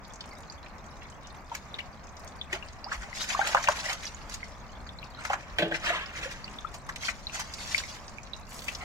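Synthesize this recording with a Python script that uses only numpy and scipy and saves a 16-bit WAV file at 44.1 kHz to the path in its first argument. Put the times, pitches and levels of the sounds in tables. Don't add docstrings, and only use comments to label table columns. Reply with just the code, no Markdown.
import sys
import numpy as np
from scipy import signal
from scipy.fft import rfft, irfft, next_fast_len
from scipy.io import wavfile
from scipy.ndimage import map_coordinates

SR = 44100
rng = np.random.default_rng(int(sys.argv[2]) if len(sys.argv) > 2 else 0)


def pcm_store(signal):
    levels = np.round(np.clip(np.atleast_2d(signal), -1, 1) * 32767)
    wavfile.write(sys.argv[1], SR, levels.astype(np.int16).T)


N = 389830


def amp(db):
    return 10 ** (np.asarray(db) / 20)


def unit(x):
    return x / np.sqrt(np.mean(x ** 2) + 1e-20)


def along(points, hz):
    f, value = np.transpose(points)
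    return np.interp(np.log(hz + 1), np.log(f + 1), value)


def wobble(rate):
    knots = rng.standard_normal(int(N * rate / SR) + 4)
    return map_coordinates(knots, [np.arange(N) * rate / SR])


def filtered(x, response):
    n = x.shape[-1]
    m = next_fast_len(n + 4096)
    return irfft(rfft(x, m) * response(np.fft.rfftfreq(m, 1 / SR)), m)[..., :n]


def coloured(x, spectrum):
    return unit(filtered(x, lambda hz: amp(along(spectrum, hz))))


def add(track, s, sound):
    part = track[..., max(round(s * SR), 0):][..., :sound.shape[-1]]
    part += sound[..., :part.shape[-1]]


def bubble(t, hz, life, rise):
    u = t / life
    phase = 2 * np.pi * hz * t * (1 + rise * np.minimum(u, 6) / 2)
    return np.sin(phase) * np.exp(-u) * (1 - np.exp(-5 * u))


def bubbles(rate, hz, spread, cycles, rise, size_db, size=600):
    count = int(rate * N / SR)
    when, pick, chance = rng.random((count, 3)).T
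    pitch = hz * np.exp(spread * np.log(pick / (1 - pick)) / 2)
    pitch = np.clip(pitch, 300, 15000)[:, None]
    strength = amp(-size_db * np.log(np.maximum(chance, .02)))[:, None]
    rings = strength * bubble(np.arange(size) / SR, pitch, cycles / pitch, rise)
    index = (when * N).astype(int)[:, None] + np.arange(size)
    return unit(np.bincount(index.ravel(), rings.ravel(), N)[:N])


# (f/Hz, left-right correlation)
PORT_LIKENESS = [(25, 0.18), (60, 0.5), (130, 0.95), (300, 0.72), (600, 0.93), (1100, 0.48), (2200, 0.27),
                 (8000, 0.0059)]


def ports(pair):
    def turn(hz):
        return np.arccos(np.clip(along(PORT_LIKENESS, hz), -1, 1)) / 2
    mid = filtered(pair[0], lambda hz: np.cos(turn(hz)))
    side = filtered(pair[1], lambda hz: np.sin(turn(hz)))
    return np.array([mid + side, mid - side])


LAG = 7


def paths(count, near_db, far_db):
    t = np.arange(SR // 8) / SR
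    tail = unit(amp(-60 * t / 0.18) * (1 - np.exp(-t / 0.0011)))
    near = unit(np.exp(-t / 0.005) * (t > .0005))
    envelope = np.hypot(amp(near_db) * near, amp(far_db) * tail)
    echoes = ports(rng.standard_normal((2, count, len(t))) * envelope)
    response = echoes / np.sqrt(len(t))
    response[0, :, LAG] += 1
    response[1, :, 0] += 1
    return response / np.sqrt(1 + amp(near_db) ** 2 + amp(far_db) ** 2)


def yard(x, pan_db=0, near_db=-5, far_db=-11):
    heard = signal.fftconvolve(x[None], paths(1, near_db, far_db)[:, 0], axes=1)
    return heard[:, :len(x)] * amp([[pan_db / 2], [-pan_db / 2]])


def scattered(x, near_db, far_db, size=2048):
    count = len(x) // size
    padded = np.pad(x, (0, size))
    pieces = np.array([padded[k * size:(k + 2) * size] for k in range(count)])
    pieces = pieces * np.hanning(2 * size)
    heard = signal.fftconvolve(pieces[None], paths(count, near_db, far_db), axes=2)
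    out = np.zeros((2, N))
    for k in range(count):
        add(out, k * size / SR, heard[:, k])
    return out


# (t/s, level/dB)
RUMBLE_LEVEL = [(0, -51.5), (1.3, -51.5), (4.3, -47.5), (8.84, -49)]
# (f/Hz, level/dB)
RUMBLE_SPECTRUM = [(12, -43), (20, 4), (74, 4), (85, 0.5), (98, -7), (140, -3.5), (178, -15.5), (209, -7.5),
                   (300, -37), (390, -32), (660, -120)]
# (f/Hz, level/dB)
WASH_SPECTRUM = [(120, -4.5), (200, 0.5), (328, -7.5), (456, -8), (579, -4), (1180, -3), (1370, -7.5),
                 (2380, -13), (3250, -29.5), (6280, -27), (10100, -46), (14100, -39), (16000, -39)]


def background():
    level_db = np.interp(np.arange(N) / SR, *np.transpose(RUMBLE_LEVEL))
    rumble = coloured(ports(rng.standard_normal((2, N))), RUMBLE_SPECTRUM)
    rumble = rumble * amp(level_db + 0.26 * wobble(4.3))
    wash = coloured(ports(rng.standard_normal((2, N))), WASH_SPECTRUM)
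    wash = wash * amp(-48.5 + 1.22 * wobble(20))
    return rumble * amp([[.9], [-.9]]) + wash


# (f/Hz, level/dB)
SPRAY_SPECTRUM = [(800, -14), (2000, -2), (3500, -3.5), (5000, -1), (6700, 0.5), (8000, -7), (10500, -13.5),
                  (15500, -21)]
TRICKLE_DB = -61.5


def trickle():
    tinkle = bubbles(rate=100, hz=4400, spread=.38, cycles=10, rise=.02, size_db=3.7)
    ticks = bubbles(rate=120, hz=6500, spread=.7, cycles=1, rise=0, size_db=5)
    drops = amp(1.0) * tinkle + amp(3.5) * coloured(ticks, SPRAY_SPECTRUM)
    return scattered(drops * amp(TRICKLE_DB), near_db=13.0, far_db=7.0)


# (t/s, treble level/dB)
RIM_DROPS = [(0.08, -49), (0.3346, -52), (0.385, -45), (2.1954, -46), (2.2458, -42.5)]


def rim_ticks():
    out, t = np.zeros((2, N)), np.arange(SR // 10) / SR
    for s, db in RIM_DROPS:
        tick = coloured(rng.standard_normal(len(t)), [(2000, -15), (6500, 5), (9000, 2), (15500, -10)])
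        add(out, s, yard(amp(db) * tick * np.exp(-t / 0.0023)))
    return out


# (t/s, level/dB, air pocket f/Hz, spray level/dB re pocket, left-right level/dB, decay t/s)
SLAPS_AND_DROPS = [(0.207, -32, 4060, -24, -1, 0.0014), (1.515, -28, 880, -18, -1, 0.0075),
                   (1.549, -32, 1720, 8, 1, 0.003), (1.786, -26.5, 2460, -17, 2.5, .004),
                   (2.527, -22, 2300, -2, 2, 0.0044), (2.549, -34, 2850, -14, -2.5, 0.0034),
                   (2.914, -21.5, 1330, -36, 2, 0.0082), (3.3, -27, 2350, -15, 16, 0.0089),
                   (3.472, -26.5, 1980, 8, -2, .0026), (3.546, -7.5, 1040, -15.5, 0, 0.0029),
                   (3.568, -17, 1370, -25, .5, 0.0038), (3.639, -26.5, 1860, 2, 0, .0035),
                   (3.673, -20, 2150, -20, 7, 0.0028), (3.685, -9.5, 1160, -9.5, 0, 0.0025),
                   (3.929, -31.5, 1950, 10, -3, 0.0017), (4.294, -41.5, 1190, 11.5, -5, .0047),
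                   (4.34, -31, 5340, 6, 0, 0.0028), (5.25, -25, 1750, -2, 4, 0.0026),
                   (5.299, -19, 840, -15, -1, 0.0036), (5.33, -16.5, 1200, -12.5, -1, .004),
                   (5.742, -19.5, 2040, -30, 4.5, 0.0075), (6.739, -34, 851, 6, 0, 0.013),
                   (6.889, -24.5, 1440, -4, 0, 0.0066), (6.959, -31.5, 2480, 3, -2, .003),
                   (7.083, -18.5, 1950, -28, 7.5, 0.0058), (7.393, -28.5, 1180, 7.5, -1, 0.0072),
                   (7.536, -30, 5370, 0, -1, 0.0051), (7.778, -22.5, 3730, -0.5, -6.5, 0.0039),
                   (8.681, -22.5, 2400, -8, 4.5, .0044), (8.749, -28.5, 4380, -18, 3, .0025)]
# (f/Hz, level/dB)
CHURN_SPECTRUM = [(250, -10), (420, -17), (620, -1), (1150, -2.5), (2200, 3), (3200, 0), (6000, -46)]
TUB_HZ, TUB_DECAY_S = (545, 727), 0.0045
HARD_BLOW_DB, TUB_DB, TUB_GROWS = -4, -25, 2.24


def slaps_and_heavy_drops():
    out, t = np.zeros((2, N)), np.arange(SR // 5) / SR
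    attack = (1 - np.exp(-t / .0024)) ** 2
    hollow = signal.butter(3, TUB_HZ, "band", fs=SR, output="sos")
    for s, db, hz, spray_db, pan_db, decay in SLAPS_AND_DROPS:
        u = t / max(decay, .002)
        shape = attack * (np.exp(-u) + .02 * np.exp(-u / 5))
        band = [hz / 1.48, min(hz * 1.423, SR / 2.2)]
        pocket = signal.butter(3, band, "band", fs=SR, output="sos")
        body, hiss, push = rng.standard_normal((3, len(t)))
        burst = unit(signal.sosfilt(pocket, body * shape))
        burst = burst + amp(-11.5) * coloured(body * shape, CHURN_SPECTRUM)
        spray = amp(spray_db - 5.5) * coloured(hiss * shape, SPRAY_SPECTRUM)
        boom = unit(signal.sosfilt(hollow, push * np.exp(-t / TUB_DECAY_S)))
        boom = amp(TUB_DB + TUB_GROWS * (db - HARD_BLOW_DB)) * boom
        impact = amp(db - 20) * (burst + spray) + boom
        add(out, s - .001, yard(impact, pan_db, near_db=-3, far_db=-10))
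    return out


# (t/s, relative level/dB, f/Hz, left-right level/dB)
DRIPS = [(0.499, -34.5, 4500, -1), (1.054, -43, 2070, 2), (1.742, -30.5, 3610, 3), (1.804, -35, 2740, 10),
         (2.413, -27, 3340, 2), (2.626, -39, 2610, 15), (2.843, -28.5, 4690, -3), (3.129, -36, 1980, 11),
         (3.348, -22.5, 1096, 1), (3.392, -17, 766, 2), (3.414, -21.5, 1450, 7), (4.054, -32, 5700, -5),
         (4.068, -34.5, 4680, -14), (4.146, -38.5, 6470, -11), (4.43, -27.5, 1980, 2),
         (4.891, -34, 3380, 0), (4.987, -37, 3960, 0), (5.029, -37.5, 2520, 18), (5.148, -39, 3880, 5),
         (5.722, -21.5, 1700, -1), (5.902, -27.5, 651, -2), (6.062, -37, 4960, -1), (6.443, -32, 4400, -4),
         (6.479, -37, 2620, 6), (6.586, -32.5, 3400, 1), (6.647, -31, 1246, 11.5), (7.034, -27.5, 2090, 3),
         (7.269, -25, 3870, 1.5), (7.296, -40, 2570, 19), (7.746, -16.5, 2154, 6), (7.837, -30.5, 2050, -1),
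         (8.184, -33.5, 2320, -7), (8.334, -30, 3750, -10)]
# (t/s, level/dB, f/Hz, life t/s, fractional pitch rise per life)
AIR_GULPS = [(2.531, -27.5, 359, 0.012, 0.028), (2.86, -31, 660, 0.018, 0.66),
             (5.588, -29, 450, 0.016, 0.026), (5.607, -30, 291, 0.024, 0.032),
             (5.655, -29.5, 416, .02, .03), (6.255, -28.5, 513, 0.014, 0.044)]


def plops():
    out, t = np.zeros((2, N)), np.arange(SR // 5) / SR
    for s, db, hz, pan_db in DRIPS:
        life = np.clip(4.8 / hz, .002, .007)
        tick = 0.027 * rng.standard_normal(len(t)) * np.exp(-t / 0.00067)
        drip = amp(db + 8) * (bubble(t, hz, life, rise=0.049) + tick)
        add(out, s, yard(drip, pan_db, near_db=-4, far_db=-10))
    for s, db, hz, life, rise in AIR_GULPS:
        gulp = amp(db) * bubble(t, hz, life, rise)
        add(out, s, yard(gulp, near_db=-10, far_db=-14))
    return out


# (t/s, level/dB, f/Hz)
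AIR_PUFFS = [(0.562, -44, 71), (2.991, -33.5, 48), (5.536, -39.5, 42.6)]


def puffs():
    out, t = np.zeros(N), np.arange(-SR // 10, SR // 10) / SR
    for s, db, hz in AIR_PUFFS:
        add(out, s + t[0], amp(db) * np.cos(2 * np.pi * hz * t) * np.exp(-(t * hz) ** 2))
    return out


SURGE_RISE_S = 0.017
CHURN_FALL_S, SPRAY_FALL_S = 0.021, 0.013
SETTLE_DB, SETTLE_S = -13.5, 0.22


def surges(rows):
    power = np.zeros((2, N))
    t = np.arange(-(SR // 10), SR) / SR
    rise = np.exp(np.minimum(t, 0) / SURGE_RISE_S)
    for s, length, churn_db, spray_db in rows:
        after = np.maximum(t - length, 0)
        collapse = np.exp(-after / [[CHURN_FALL_S], [SPRAY_FALL_S]])
        fall = np.maximum(collapse, amp(SETTLE_DB) * np.exp(-after / SETTLE_S))
        gains = amp([[churn_db], [spray_db]]) * rise * fall
        add(power, s + t[0], gains ** 2)
    return np.sqrt(power)


# (t/s, length t/s, churn level/dB, spray level/dB)
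SPLASH_SURGES = [(1.552, 0.011, -45, -46), (2.535, 0.024, -33.5, -47), (2.93, 0.016, -33.5, -42),
                 (3.03, 0.0071, -36, -49.5), (3.16, 0.021, -49, -39.5), (3.215, 0.021, -39.5, -34),
                 (3.295, 0.034, -32.5, -35.5), (3.375, 0.091, -31, -44), (3.47, 0.059, -29, -37),
                 (3.57, 0.03, -31, -42), (3.638, 0.013, -38, -40), (3.695, 0.027, -29, -39.5),
                 (3.76, 0.042, -36, -40.5), (3.84, 0.051, -33.5, -39), (3.895, 0.037, -31.5, -39),
                 (4.035, .04, -70, -43.5), (4.32, 0.032, -49, -44.5), (5.19, 0.033, -42, -56),
                 (5.255, 0.019, -35.5, -46), (5.315, 0.022, -29, -47), (7.03, 0.07, -40.5, -38),
                 (7.348, 0.012, -36, -36.5), (7.402, 0.0081, -33.5, -37.5)]
# (t/s, length t/s, churn level/dB, spray level/dB)
SLOP_SURGES = [(7.59, .1, -51, -42), (7.715, 0.086, -56, -38), (7.814, 0.15, -50, -48),
               (8.67, 0.069, -45.5, -51.5), (8.808, .03, -38.5, -55)]
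# (t/s, length t/s, churn level/dB, spray level/dB)
SCOOP_SURGES = [(5.598, 0.029, -38.5, -53), (5.75, 0.012, -45, -42), (5.845, 0.057, -31.5, -40.5),
                (5.925, 0.047, -31, -46.5), (6.01, 0.012, -38, -68), (6.163, 0.03, -38, -44),
                (6.234, 0.021, -37, -41.5), (6.313, 0.013, -44.5, -44)]
# (f/Hz, level/dB)
INRUSH_SPECTRUM = [(250, -32), (450, -10), (750, -10), (1200, -6.5), (1800, 1.5), (3000, 4.5), (4300, -5),
                   (6500, -39)]
SHALLOW_HZ = 1180
DEEP_DB, DEEPENS = -25, 0.12


def splashing():
    churn_gain, spray_gain = surges(SPLASH_SURGES + SLOP_SURGES)
    inrush_gain, lip_gain = surges(SCOOP_SURGES)
    clumps = amp(.7 * wobble(60))
    gurgle = bubbles(rate=1200, hz=1400, spread=.6, cycles=7, rise=.06, size_db=2.6)
    froth = gurgle + 0.65 * rng.standard_normal(N)
    churn = coloured(froth, CHURN_SPECTRUM)
    small = filtered(churn, lambda hz: hz ** 4 / (hz ** 4 + SHALLOW_HZ ** 4))
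    big = churn - small
    churn = small + big * (churn_gain / amp(DEEP_DB)) ** DEEPENS
    inrush = coloured(froth, INRUSH_SPECTRUM) * inrush_gain
    stirred = amp(-3) * churn * churn_gain + amp(1.5) * inrush
    drops = bubbles(rate=3000, hz=6000, spread=.7, cycles=1.3, rise=0, size_db=4, size=100)
    fizz = bubbles(rate=450, hz=4600, spread=.4, cycles=11, rise=.02, size_db=3.2)
    spray = coloured(drops + .4 * fizz + .9 * rng.standard_normal(N), SPRAY_SPECTRUM)
    thrown = spray * np.hypot(spray_gain, lip_gain) * amp(3.25)
    low = scattered(stirred * clumps, near_db=-3, far_db=-8.5)
    return low + scattered(thrown * clumps, near_db=11.5, far_db=-20)


# (t/s, blow level/dB, crack level/dB re blow), both relative
DIPPER_KNOCKS = [(5.585, -19.5, 0.5), (5.622, -18, -27), (5.712, -26, -32)]
# (f/Hz, bandwidth f/Hz, level/dB)
BASIN_MODES = [(155, 19, 0.5), (227, 44, -9), (299, 16, 0), (330, 7.5, 7.5), (457, 29, -0.5),
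               (492, 54, -1.5), (622, 89, 2), (774, 94, -8), (847, 17, 4), (1500, 43, -5.5),
               (1670, 110, -4.5), (2390, 140, -13), (2860, 310, -5.5), (3450, 980, -12.5)]
# (f/Hz, level/dB)
CRACK_SPECTRUM = [(150, -6), (330, -9), (600, -3), (1050, -7), (1500, 4), (3600, 4.5), (5000, -13),
                  (14000, -28)]
FILL_S, BOOM_DB = 0.48, 6.7


def basin_response(f):
    total = 0
    for k, (hz, width, db) in enumerate(BASIN_MODES):
        total = total + (-1) ** k * amp(db) * 1j * f * width / (hz * hz - f * f + 1j * f * width)
    return total


def dipper():
    blows, t = np.zeros(N), np.arange(SR // 2) / SR
    for s, db, crack_db in DIPPER_KNOCKS:
        judder = np.exp(-t / 0.0037) + 0.56 * np.exp(-t / 0.039)
        add(blows, s, amp(db) * rng.standard_normal(len(t)) * judder)
    since_knock = np.maximum(np.arange(N) / SR - DIPPER_KNOCKS[0][0], 0)
    emptiness = np.exp(-since_knock / FILL_S)
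    slosh_gain = surges(SCOOP_SURGES)[0] * np.sqrt(emptiness)
    slosh = slosh_gain * rng.standard_normal(N) * amp(2.8 * wobble(40))
    out = filtered(amp(12.5) * blows + amp(BOOM_DB) * slosh, basin_response)
    for s, db, crack_db in DIPPER_KNOCKS:
        crack = coloured(rng.standard_normal(len(t)), CRACK_SPECTRUM)
        crack = crack * (np.exp(-t / 0.0081) + 0.28 * np.exp(-t / 0.037))
        add(out, s, amp(db + crack_db - 2.0) * crack)
    return yard(out, near_db=-4)


POUR_AT_S, POUR_HOLD_S, POUR_FALL_S, POUR_DB = 8.505, 0.15, 0.11, -45.5


def spatter():
    ticks = bubbles(rate=900, hz=9000, spread=.5, cycles=.8, rise=0, size_db=4, size=40)
    bright = coloured(ticks, [(1500, 2), (5000, -4.5), (7000, -3), (10000, -8.5), (15500, -8)])
    t = np.arange(N) / SR - POUR_AT_S
    onset = np.clip(t / SURGE_RISE_S, -20, 0)
    flow = np.exp(onset - np.maximum(t - POUR_HOLD_S, 0) / POUR_FALL_S)
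    return scattered(bright * amp(POUR_DB) * flow, near_db=2, far_db=-6)


def scene():
    steady = background() + trickle()
    impacts = rim_ticks() + slaps_and_heavy_drops() + plops()
    return steady + impacts + puffs() + splashing() + dipper() + spatter()


def record(dry):
    return filtered(dry, lambda hz: hz < 15850)


dry = scene()
out = record(dry)
pcm_store(out)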